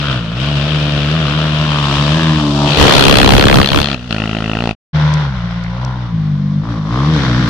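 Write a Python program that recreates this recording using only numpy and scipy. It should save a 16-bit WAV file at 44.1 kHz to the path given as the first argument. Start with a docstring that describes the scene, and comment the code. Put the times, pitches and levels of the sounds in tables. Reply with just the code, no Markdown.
"""A booming, rasping single-cylinder sport quad comes up a dirt track, passes under two metres away and rides off.
From the front, clean low orders, barks at each firing and pulsing noise make the boom, bark and rasp.
From behind, hard pops ring the exhaust pipe, buffet the two microphone ports and overload them softly.
After a short silence it approaches again, on and off the throttle, while twigs tick close by the left port."""
import sys
import numpy as np
from scipy import signal
from scipy.fft import rfft, irfft
from scipy.io import wavfile
from scipy.ndimage import uniform_filter1d, map_coordinates

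SR = 44100
rng = np.random.default_rng(int(sys.argv[2]) if len(sys.argv) > 2 else 0)


def pcm_store(signal):
    """Save signal as 16-bit PCM."""
    levels = np.round(np.clip(np.atleast_2d(signal), -1, 1) * 32767)
    wavfile.write(sys.argv[1], SR, levels.astype(np.int16).T)


N = 330309
T = np.arange(N) / SR  # time (s)

# Engine speed on the first approach, riding away and on the second approach.
# Each row: time in seconds, firings a second.
FIRST_SPEED = [(0.0, 71.9), (0.05, 72.8), (0.08, 70.7), (0.14, 63.6), (0.22, 57.6), (0.28, 53.3),
               (0.28, 53.3), (0.33, 57.6), (0.48, 73.0), (0.5, 74.6), (0.58, 69.5), (0.7, 76.6),
               (0.72, 76.1), (0.76, 74.8), (1.05, 71.7), (1.18, 80.8), (1.19, 80.3), (1.27, 71.0),
               (1.28, 71.1), (1.35, 76.2), (1.38, 77.0), (1.48, 76.6), (1.55, 75.3), (1.64, 76.3),
               (1.91, 69.9), (2.07, 73.7), (2.19, 81.3), (2.26, 79.6), (2.52, 71.7), (2.76, 73.4)]
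AWAY_SPEED = [(2.66, 65.56), (2.74, 76.27), (2.92, 70.23), (3.27, 65.79), (3.45, 68.36), (3.68, 68.2),
              (3.8, 72.61), (3.92, 68.85), (3.98, 59.69), (4.08, 62.6), (4.12, 53.56), (4.57, 54.65),
              (4.63, 59.84), (4.72, 53.32)]
SECOND_SPEED = [(4.95, 76.42), (5.1, 74.95), (5.19, 76.55), (5.4, 58.3), (5.68, 57.53), (5.87, 64.28),
                (6.06, 59.88), (6.2, 52.68), (6.36, 48.77), (6.6, 49.8), (6.69, 60.04), (6.85, 50.24),
                (7.12, 81.05), (7.2, 68.99), (7.33, 59.36), (7.4, 64.97), (7.49, 56.05)]
# Twists of the throttle. Each row: opened in seconds, shut in seconds, opening 0-1.
THROTTLE = [(-.2, 0.13, 0.94), (.335, 3.945, 1), (4.092, 4.712, 1), (4.8, 5.22, 0.99), (5.72, 6.04, 0.4),
            (6.615, 6.72, 1), (6.85, 7.54, 0.6)]
# Full-throttle levels of each approach, before its overall trims. Each row: time in seconds, boom in dB,
# upper orders relative to it in dB, bark in dB, rasp in dB.
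FIRST_LEVELS = [(0, -17, -2, -23, -23), (1.0, -14.5, -1, -27.5, -22.5), (1.55, -15.5, 0, -24, -22.5),
                (1.9, -14, -0.5, -22, -21), (2.22, -12, 3.5, -22, -22.5), (2.5, -16.5, 12, -21, -25.5),
                (2.74, -13, 2, -17.5, -21)]
SECOND_LEVELS = [(4.95, -11, -19, -28, -31), (5.199, -14, -16, -28.5, -32), (5.55, -16, -18, -29.5, -31),
                 (5.9, -17, -9, -29, -37), (6.11, -18.5, -6, -29.5, -39), (6.15, -12.5, -5.5, -32.5, -37.5),
                 (6.6, -12.5, -2.5, -34, -41.5), (6.66, -17, -0.5, -28.5, -42),
                 (7.04, -12.5, 3, -24, -30.5), (7.17, -10, 3, -23, -26), (7.24, -17, 5.5, -23, -26),
                 (7.31, -12.5, 4.5, -23.5, -26.5), (7.49, -13.5, 4, -22.5, -26.5)]
# Colours of the exhaust bark, far then nearer, and of the engine's rasp. Each row: frequency in Hz, gain in dB.
FIRST_FAR_BARK = [(220, -48), (380, -5.5), (500, -0.5), (650, 3), (730, -14), (776, -22), (918, -5),
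                  (1190, -2.5), (1440, 0.5), (1900, -19), (2470, -51), (4180, -120)]
FIRST_NEAR_BARK = [(220, -35), (380, -1), (404, -13), (643, 3), (697, -10.5), (1180, -1.5), (1470, -13),
                   (1690, -20), (1900, -22), (2470, -27), (4180, -120)]
FIRST_RASP = [(1000, -7), (1500, -3), (1800, -3.5), (2100, -7.5), (2450, -2), (2950, 0), (3600, -3),
              (4200, -8.5), (5300, -15.5), (6200, -24), (8000, -27.5), (11500, -48.5), (13000, -75.5)]
SECOND_FAR_BARK = [(220, -40), (380, -18), (450, -17.5), (536, 0), (651, -3), (842, -6.5), (1000, -3),
                   (1280, -7), (1470, -2.5), (1700, -39), (2210, -51), (3740, -120)]
SECOND_NEAR_BARK = [(220, -27.5), (380, -7), (457, 3.5), (704, -1), (878, -4), (1010, 2), (1180, -0.5),
                    (1710, -20), (2200, -25.5), (2860, -36), (4840, -120)]
SECOND_RASP = [(1000, -4), (1500, 5), (2000, 3), (2600, -5), (3500, -2.5), (4100, -5.5), (4700, -10),
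               (5600, -13.5), (6800, -25.5), (9500, -38.5), (13000, -70.5)]
# The airbox booms with the orders near its resonance; coasting narrows this to a hollow drone.
# Each row: frequency in Hz, gain in dB.
AIRBOX = [(48, -17), (60, -8.5), (74, -10), (100, -13.5), (118, -1.5), (140, -.5), (160, 1), (175, -10.5),
          (197, -10.5), (225, -12.5), (290, -11.5), (325, -14.5), (370, -28.5), (550, -39)]
COAST_BOOM = [(48, -23.5), (60, -5.5), (98, -12.5), (116, -5), (148, 0), (174, -1.5), (198, -3),
              (225, -11.5), (250, -16.5), (300, -20), (420, -34.5)]
# Ground and brush easily screen the upper orders. In the pair: where they begin in Hz, where wholly so in Hz.
UPPER_HZ = (169.4, 241)
# The engine stumbles as its revs collapse. Each row: centre in seconds, length in seconds, flutter in dB.
STUMBLES = [(7.24, .05, -1), (7.39, .07, -4)]
# Swells of clean resonance rung by the firings: mostly the intake's howl, with a short chirp at 5.66 s
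# and a bright ring at 7.25 s. Each row: peak in seconds, length in seconds, resonance in Hz, width in Hz,
# level in dB.
FIRST_HOWLS = [(.1, .07, 1450, 250, -27), (1.0, .5, 620, 140, -29.5), (1.1, .6, 500, 130, -34),
               (1.3, .25, 1280, 380, -26), (1.86, .17, 1100, 330, -20.5), (2.14, .12, 590, 180, -26.5),
               (2.22, .1, 1680, 220, -24.5), (2.33, .17, 1080, 280, -23.5), (2.65, .06, 900, 320, -18.5)]
SECOND_HOWLS = [(5.08, .15, 1000, 200, -26), (5.15, .25, 1450, 260, -33), (5.5, .15, 1950, 400, -39),
                (5.66, .014, 2080, 250, -33), (5.87, .12, 980, 220, -29), (6.71, .06, 1150, 400, -30),
                (7.0, .09, 1130, 260, -23), (7.25, .12, 3400, 800, -32), (7.35, .13, 1500, 450, -26)]
# The ground echo hollows out bark and rasp near the pass. Each row: frequency in Hz, gain in dB.
HOLLOW = [(1100, 1.5), (1600, -4.5), (2200, -5.5), (3000, -3), (4500, 2)]
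# Exhaust pipe modes of every pop, those hard pops add, and the intake's modes.
# Each row: frequency in Hz, width in Hz, relative level left in dB, right in dB.
PIPE_LOW = [(260, 170, 3, -5), (655, 210, -0.5, 3), (1367, 224, -0.5, 3.5), (1936, 350, -1, -1.5),
            (2700, 406, 5.5, -7)]
PIPE_HIGH = [(3265, 780, 8, -5), (4030, 360, 2, -3), (5130, 180, -22.5, -18)]
INTAKE = [(424, 230, 1, 1), (710, 360, 0.94, 2)]
# Cracks of the exhaust: one as the throttle opens, a longer one just before it shuts.
# Each row: centre in seconds, extra bite in dB, length in seconds.
CRACKS = [(4.127, 18, 0.023), (4.667, 18.5, 0.097)]
# Swells of the intake's growl under load. Each row: peak in seconds, level in dB, rise in seconds, fall in seconds.
GROWLS = [(2.83, -14.5, 0.064, .15), (4.675, -23, 0.073, 0.025)]
# Gusts of exhaust on the microphone. Each row: start in seconds, end in seconds, relative level in dB.
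GUSTS = [(2.762, 3.03, -6.5), (3.04, 3.342, -5.5), (3.356, 3.603, -5.5), (3.694, 3.778, -10)]
# Colours of the gusts' rumble and of the engine's clatter. Each row: frequency in Hz, gain in dB.
RUMBLE = [(5, -36), (20, -16), (35, -3), (70, -2), (170, -6.5), (400, -15), (900, -37), (3000, -41),
          (9000, -46.5)]
CLATTER = [(250, -32), (420, 5), (900, -5), (1400, -2), (1900, -4), (2200, -10.5), (3000, -3), (4200, -7.5),
           (6000, -17.5), (9000, -29.5), (12000, -49), (14000, -69.5)]
# How engine noise falls on the two ports. Each row: frequency in Hz, left over right in dB.
BALANCE_DB = [(150, 2), (600, 0.5), (1100, -3.5), (1600, -2), (2300, 4), (3100, 11.5), (4100, 8),
              (6000, 14.5), (8500, -3.5), (12000, -30)]
# Each row: frequency in Hz, likeness of the ports 0-1.
LIKENESS = [(200, 0.94), (700, 0.93), (1100, 0.85), (1600, 0.11), (2400, 0.14), (6000, 0.064)]
# Twig ticks. 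Each row: time in seconds, relative level in dB.
TWIGS = [(5.139, -11), (5.382, -37), (5.639, -23), (5.849, -14.5)]
# The silence between the two passages. In the pair: start in seconds, end in seconds.
SILENCE = (4.735, 4.93)

# level changes with the throttle shut (dB)
SHUT_BOOM_DB, SHUT_BARK_DB, SHUT_RASP_DB = -3.5, -4.5, -8
SHUT_POP_DB, SHUT_BITE_DB, SHUT_CLATTER_DB = -17, -35, -8
# when the tyres grip and drag the revs under their running mean, the engine barks and rasps harder
LUG_MEAN_S, LUG_DB_PER_HZ = 0.21, 0.2
COAST_OPENING, COAST_FLUTTER_DB = 0.47, -15  # coasts under this opening; flutter of its uneven firings
HOLLOW_S, HOLLOW_LENGTH_S = 2.55, .14
PORT_LAG_S = .00014  # the howl reaches the right port later
PASS_S, PASS_M, SPEED_M_PER_S = 2.785, 1.77, 10.3  # the pass: moment, nearest distance, speed
# base levels from behind, and the share of the spreading loss on the upper pipe modes as the pipe turns to face back
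POP_DB, BITE_DB, CLATTER_DB, BITE_SPREAD = -19, -12, -13.5, 0.23
TURN_START_S, TURN_END_S, SIDEWAYS_DB = 2.68, 3.094, -17  # the exhaust swings into line; level change before
SIDE_START_S, SIDE_END_S, CLATTER_FRONT_DB = 2.74, 2.82, -10  # the engine's side goes by; clatter change before
BUSH_START_S, BUSH_END_S, BUSH_DB = 3.807, 4.237, -27  # a bush comes to screen the upper modes
ROUGH_NEAR, ROUGH_FAR = 1, .02  # roughness of the pops 0-1
ECHO_CHANGES_PER_S = 1.3  # how fast the echo pattern changes as the quad moves
EDGE_HZ = 15600  # band limit


def approach(speed, levels, howls, far_bark, near_bark, near, rasp_colour, rough,
             echo_db, rasp_steady, boom_db, bark_db, rasp_db):
    """The quad from the front: revs and throttle drive its low orders, barks, rasp and howl."""
    hz, = curves(speed)
    boom_level, upper_db, bark_level, rasp_level = curves(levels)
    throttle = held(THROTTLE, attack_s=0.092, release_s=0.088)  # the intake follows slowly
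    lug_db = LUG_DB_PER_HZ * throttle * (uniform_filter1d(hz, int(LUG_MEAN_S * SR)) - hz)
    coast = np.clip(1 - throttle / COAST_OPENING, 0, 1)
    boom_level = boom_level + SHUT_BOOM_DB * (1 - throttle)
    bark_level = bark_level + SHUT_BARK_DB * (1 - throttle) + lug_db
    rasp_level = rasp_level + SHUT_RASP_DB * (1 - throttle) + lug_db

    turns = np.cumsum(hz * (1 + .003 * wander(40))) / SR  # counts firings
    age = turns % 1 / hz  # seconds since the last firing
    clicks, strength = firings(turns, spread_db=0.7)
    boom, second_order_db = boom_orders(turns, hz, boom_level, upper_db, coast)
    flutter, burble = uneven_puffs(age)
    uneven = coast * amp(COAST_FLUTTER_DB)
    uneven = uneven + sum(amp(db) * np.exp(-((T - s) / length) ** 2) for s, length, db in STUMBLES)
    low = amp(boom_db) * boom + amp(second_order_db - 16.0) * flutter + uneven * amp(boom_level) * burble

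    bark = exhaust_bark(clicks, strength, age, rough, echo_db, far_bark, near_bark, near)
    rasp = engine_rasp(strength, age, rasp_level, rasp_steady, rasp_colour, near)
    roar = amp(bark_level + bark_db) * bark + amp(rasp_level + rasp_db) * rasp
    hollow = np.exp(-((T - HOLLOW_S) / HOLLOW_LENGTH_S) ** 2)
    return low + howl(clicks, howls) + (1 - hollow) * roar + hollow * colour(roar, HOLLOW)


def boom_orders(turns, hz, boom_level, upper_db, coast):
    """Six sine orders of the firing rate, weighted by the airbox; also returns the second one's level."""
    boom = 0
    for k in range(1, 7):
        resonance_db = (1 - coast) * read(AIRBOX, k * hz) + coast * read(COAST_BOOM, k * hz)
        order_db = boom_level + resonance_db + upper_db * np.interp(k * hz, UPPER_HZ, [0, 1])
        if k == 2:
            second_order_db = order_db
        phase = 2 * np.pi * k * turns - 0.48 * (k - 1) ** 2  # the airbox delays higher orders
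        boom = boom + amp(order_db + 1.3 * wander(35)) * np.sin(phase)
    return np.sqrt(2) * boom * amp([[.7], [-.7]]), second_order_db


def uneven_puffs(age):
    """Low noise puffed out at each firing: a broad flutter and its narrower burble."""
    flutter_colour = [(25, -23.0), (70, -7.5), (170, -2.5), (330, -14), (500, -16.0), (1200, -72.0)]
    flutter = evened(colour(ports(puffs(age, 0.0027, 0.63)), flutter_colour))
    burble_colour = [(90, -36.5), (140, -1.0), (185, -2), (260, -22.5), (500, -48.5)]
    return flutter, evened(colour(flutter, burble_colour))


def exhaust_bark(clicks, strength, age, rough, echo_db, far_bark, near_bark, near):
    """Clicks and rough puffs, with echoes off the trunks, take the colour of the exhaust."""
    rough_puffs = evened(strength * puffs(age, 0.0014, 0.065))
    drive = np.sqrt(1 - rough) * evened(clicks) + np.sqrt(rough) * rough_puffs
    echoes = trees(drive, .22)
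    drive = ports(drive + amp(echo_db) * (1 - 0.13 * near) * echoes)  # nearer is drier
    far = evened(colour(drive, far_bark))
    close = evened(colour(drive, near_bark))
    return evened((1 - near) * far + near * close)


def engine_rasp(strength, age, rasp_level, rasp_steady, rasp_colour, near):
    """Noise pulsing with the firings, with more treble as it nears."""
    steady = rasp_steady * amp(-.6 * (rasp_level + 20.0))  # under load the rasp gathers into pulses
    rasp = evened(colour(ports(strength * puffs(age, 0.00085, steady) / (steady + .3)), rasp_colour))
    near_treble = [(1800, -22.5), (3500, -6.0), (5200, -4.5), (7500, 0.0), (12000, -7.5)]
    return rasp + near ** 2 * colour(rasp, near_treble)


def howl(clicks, swells):
    """Each firing rings a resonance, mostly the intake's: clean harmonics glide through it with the revs."""
    left = 0
    for s, length, hz, width, db in swells:
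        swell = amp(db) * np.exp(-((T - s) / length) ** 2 / 2)
        left = left + swell * pipe(clicks[None], [(hz, width, 0, 0)])[0]
    return np.array([left, np.interp(T - PORT_LAG_S, T, left)])


def departure():
    """The quad from behind: pops ring the open pipe over the clatter of the engine."""
    hz, = curves(AWAY_SPEED)
    shut = 1 - held(THROTTLE, attack_s=0.016, release_s=0.016)  # the exhaust follows fast
    closeness = PASS_M / np.hypot(PASS_M, SPEED_M_PER_S * (T - PASS_S))
    spread_db = 20 * np.log10(closeness)
    aim_db = SIDEWAYS_DB * (1 - ramp(TURN_START_S, TURN_END_S))
    crack_db = sum(db * np.exp(-((T - s) / length) ** 2) for s, db, length in CRACKS)
    pop_db = POP_DB + aim_db + SHUT_POP_DB * shut
    bite_db = BITE_DB + aim_db + BITE_SPREAD * spread_db + SHUT_BITE_DB * shut
    bite_db = bite_db + BUSH_DB * ramp(BUSH_START_S, BUSH_END_S) + crack_db
    clatter_db = CLATTER_DB + spread_db + SHUT_CLATTER_DB * shut
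    clatter_db = clatter_db + CLATTER_FRONT_DB * (1 - ramp(SIDE_START_S, SIDE_END_S))
    rough = np.clip(ROUGH_FAR + (ROUGH_NEAR - ROUGH_FAR) * closeness, 0, 1)

    turns = np.cumsum(hz * (T > AWAY_SPEED[0][0])) / SR
    age = turns % 1 / hz
    clicks, strength = firings(turns, spread_db=.8)
    pops = exhaust_pops(clicks, strength, turns, age, rough, pop_db, bite_db)
    echoes = amp(-19) * trees(pops, .3)
    clatter = amp(clatter_db) * evened(colour(ports(puffs(age, 0.0034, 0.65)), CLATTER))
    drone = exhaust_drone(turns, closeness, shut)
    close = buffet(turns, age, start_hz=1789, slow_s=.0035, swirl_db=-2.5, rumble_db=-10.0)
    return (pops + echoes + clatter + drone + growl(clicks)) * ramp(2.64, 2.68) + close


def exhaust_pops(clicks, strength, turns, age, rough, pop_db, bite_db):
    """Firings and jets of gas ring the pipe's low and high modes, with a pressure blast and hissing spit."""
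    # a rough pop also lasts longer
    jet = evened(strength * puffs(age, 0.00058 + 0.0021 * rough, 0.024, sharp=2.8) * (turns > 1))
    drive = np.sqrt(1 - rough) * evened(clicks) + 2.1 * np.sqrt(rough) * jet
    low, high = pipe(drive[:1], PIPE_LOW), pipe(drive, PIPE_HIGH)
    spit_colour = [(1500, -44.5), (4000, 11), (7000, -18), (11000, -24.5), (15000, -45)]
    spit = evened(colour(jet, spit_colour)) * amp([[3], [-3]])
    body = amp(-4.0) * low + amp(-7.5) * blast(clicks, swing_hz=157, decay_s=0.0023)
    bite = amp(-4.5) * high + amp(-25.5) * spit
    return amp(pop_db) * body + amp(bite_db) * bite


def pipe(drive, modes):
    """Pipe modes that swell and die within a few milliseconds."""
    t = np.arange(1024) / SR
    ring = 0
    for hz, width, left_db, right_db in modes:
        u = 1.5 * np.pi * width * t
        ring = ring - amp([[left_db], [right_db]]) * u * np.exp(-u) * np.sin(2 * np.pi * hz * t) * width
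    return evened(signal.oaconvolve(drive, ring, axes=1)[:, :N])


def blast(clicks, swing_hz, decay_s):
    """The pressure wave of each firing: a sharp spike and a slower swing back."""
    t = np.arange(1024) / SR
    flow = np.sin(2 * np.pi * swing_hz * t) * np.exp(-t / decay_s) * (1 - np.exp(-t / 0.00081))
    return evened(signal.oaconvolve(clicks, -np.gradient(flow))[:N])


def buffet(turns, age, start_hz, slow_s, swirl_db, rumble_db):
    """Each slug of gas hits each port differently, as an eddy that starts fast and slows."""
    size = amp(4.3 * rng.standard_normal((2, 2000)))[:, turns.astype(int)]  # scales the eddy's pitch
    unsteady = np.exp(.35 * np.array([wander(400), wander(400)]))
    eddy_hz = size * (start_hz * np.exp(-age / slow_s) + 70) * unsteady
    swirl = np.sin(2 * np.pi * np.cumsum(eddy_hz, axis=1) / SR)
    swirl = swirl * np.exp(-age / 0.016) / np.sqrt(size)  # slow eddies are large
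    rumble = colour(rng.standard_normal((2, N)), RUMBLE)
    rumble = rumble * (1 + 0.69 * ramp(3.06, 3.6)) * amp(3.4 * wander(18))  # the wake grows later, in lumps
    gust = amp(swirl_db) * evened(swirl) * amp([[1], [-1]]) + amp(rumble_db + 4.0) * evened(rumble)
    rows = [(start, end, amp(db)) for start, end, db in GUSTS]
    return held(rows, attack_s=0.041, release_s=0.066) * gust


def exhaust_drone(turns, closeness, shut):
    """Four low orders of the firing rate, with phases that wander more close by."""
    slip = .06 + .2 * closeness
    drone = 0
    for k, db in enumerate([-29.5, -26.5, -32, -28.5], 1):
        drone = drone + amp(db) * np.cos(2 * np.pi * (k * turns + slip * wander(25) - .5))
    return drone * amp(-3 * shut)


def growl(clicks):
    """Firings ring the intake's modes in swells under load."""
    load = 0
    for s, db, rise, fall in GROWLS:
        load = load + amp(db) * np.exp(-np.maximum((s - T) / rise, (T - s) / fall))
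    return load * pipe(clicks[None], INTAKE)


def trees(x, t60, count=3):
    """Scattered echoes from the trunks, different at each port; one set of trunks gives way to the next."""
    t, out = np.arange(SR // 4) / SR, 0
    for k in range(count):
        scatter = rng.standard_normal((2, len(t))) * (rng.random((2, len(t))) < 1500 / SR)
        taps = scatter * amp(-60 * t / t60) * (t > .008)
        taps = taps / np.linalg.norm(taps, axis=1)[:, None]
        share = np.sqrt(2 / count) * np.cos(np.pi * (ECHO_CHANGES_PER_S * T + k / count))
        out = out + signal.oaconvolve(share * x * np.ones((2, 1)), taps, axes=1)[:, :N]
    return out


def twigs():
    """Dry ticks beside the left port: noise that dies within a few milliseconds."""
    t, out = np.arange(1000) / SR, np.zeros((2, N))
    for s, db in TWIGS:
        tick = amp(db) * np.exp(-t / 0.00082) * rng.standard_normal((2, len(t)))
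        out[:, round(s * SR):][:, :len(t)] += tick
    tick_colour = [(300, -19), (3000, -4), (5500, 9.5), (8000, -9), (15000, -40)]
    return colour(out, tick_colour) * amp([[3], [-14]])


def breeze():
    """Faint low air noise on both ports."""
    air_colour = [(15, 2.5), (35, -4.5), (90, 6.5), (400, -21.5), (2000, -65.0)]
    return amp(-39.5) * evened(colour(rng.standard_normal((2, N)), air_colour))


def firings(turns, spread_db):
    """A click at each whole turn, and the uneven strength of each firing."""
    cycle = np.floor(turns).astype(int)
    strength = amp(spread_db * rng.standard_normal(2000))[cycle]
    return np.diff(cycle, prepend=0) * strength, strength


def puffs(age, length_s, steady, sharp=1):
    """Two streams of noise that swell and die after each firing, over a steady share."""
    u = age / length_s
    return (steady + (u * np.exp(1 - u)) ** sharp) * rng.standard_normal((2, N))


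def ports(pair):
    """Two unrelated sounds become left and right: alike in the bass, apart higher up, with a tilted balance."""
    a, b = rfft(pair)
    hz = np.fft.rfftfreq(N, 1 / SR)
    same = np.clip(read(LIKENESS, hz), 0, 1)
    lean = amp(read(BALANCE_DB, hz) / 2)
    left = a * lean
    right = (same * a + np.sqrt(1 - same ** 2) * b) / lean
    return irfft(np.array([left, right]), N)


def colour(x, points):
    """Causal minimum-phase filter with the given dB spectrum, floored at -100 dB."""
    hz = abs(np.fft.fftfreq(4096, 1 / SR))
    log_gain = np.log(amp(np.maximum(read(points, hz), -100)))
    taps = np.fft.ifft(np.exp(np.conj(signal.hilbert(log_gain)))).real[:2048]
    return signal.oaconvolve(np.atleast_2d(x), taps[None], axes=1)[:, :N]


def wander(per_s):
    """Smooth chance of size 1, with the given number of random points a second."""
    return evened(map_coordinates(rng.standard_normal(4000), [T * per_s], order=2, mode="wrap"))


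def held(rows, attack_s, release_s):
    """Attack, hold and release for each row of (start, end, height)."""
    return sum(height * ramp(start, start + attack_s) * (1 - ramp(end, end + release_s))
               for start, end, height in rows)


def ramp(start, end):
    """Straight rise from 0 to 1 between two times."""
    return np.clip((T - start) / (end - start), 0, 1)


def curves(rows):
    """Each column of a table as a curve over time."""
    s, *columns = np.transpose(rows)
    return [np.interp(T, s, c) for c in columns]


def read(points, hz):
    """A spectrum table on a log-frequency axis."""
    f, value = np.transpose(points)
    return np.interp(np.log(hz + 1), np.log(f + 1), value)


def amp(db):
    """Decibels to amplitude."""
    return 10 ** (np.asarray(db) / 20)


def evened(x):
    """Scales a sound so that the mean of its channels has rms 1."""
    return x / np.sqrt(np.mean(np.atleast_2d(x).mean(0) ** 2) + 1e-20)


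def scene():
    """Approach, pass and departure; a short silence; a second approach."""
    first = approach(FIRST_SPEED, FIRST_LEVELS, FIRST_HOWLS, FIRST_FAR_BARK, FIRST_NEAR_BARK,
                     near=ramp(1.5, 1.95), rasp_colour=FIRST_RASP, rough=.18, echo_db=7.0,
                     rasp_steady=0.87, boom_db=-0.5, bark_db=-4.0, rasp_db=-.5)
    second = approach(SECOND_SPEED, SECOND_LEVELS, SECOND_HOWLS, SECOND_FAR_BARK, SECOND_NEAR_BARK,
                      near=ramp(5.8, 6.5), rasp_colour=SECOND_RASP, rough=.34, echo_db=5.5,
                      rasp_steady=1.1, boom_db=0.0, bark_db=-0.5, rasp_db=4.0)
    stop, start = SILENCE
    before = first * (1 - ramp(2.695, 2.82)) + departure() + breeze()
    after = second + twigs() + breeze()
    return before * (1 - ramp(stop - .015, stop + 0.017)) + after * ramp(start, start + 0.023)


def record(dry):
    """The microphone overloads softly at full scale; then the band limit."""
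    limited = dry / (1 + dry ** 10) ** (1 / 10)
    band = signal.firwin(255, EDGE_HZ, window=("kaiser", 8), fs=SR)
    return signal.oaconvolve(limited, band[None], "same", axes=1)


dry = scene()
out = record(dry)
pcm_store(out)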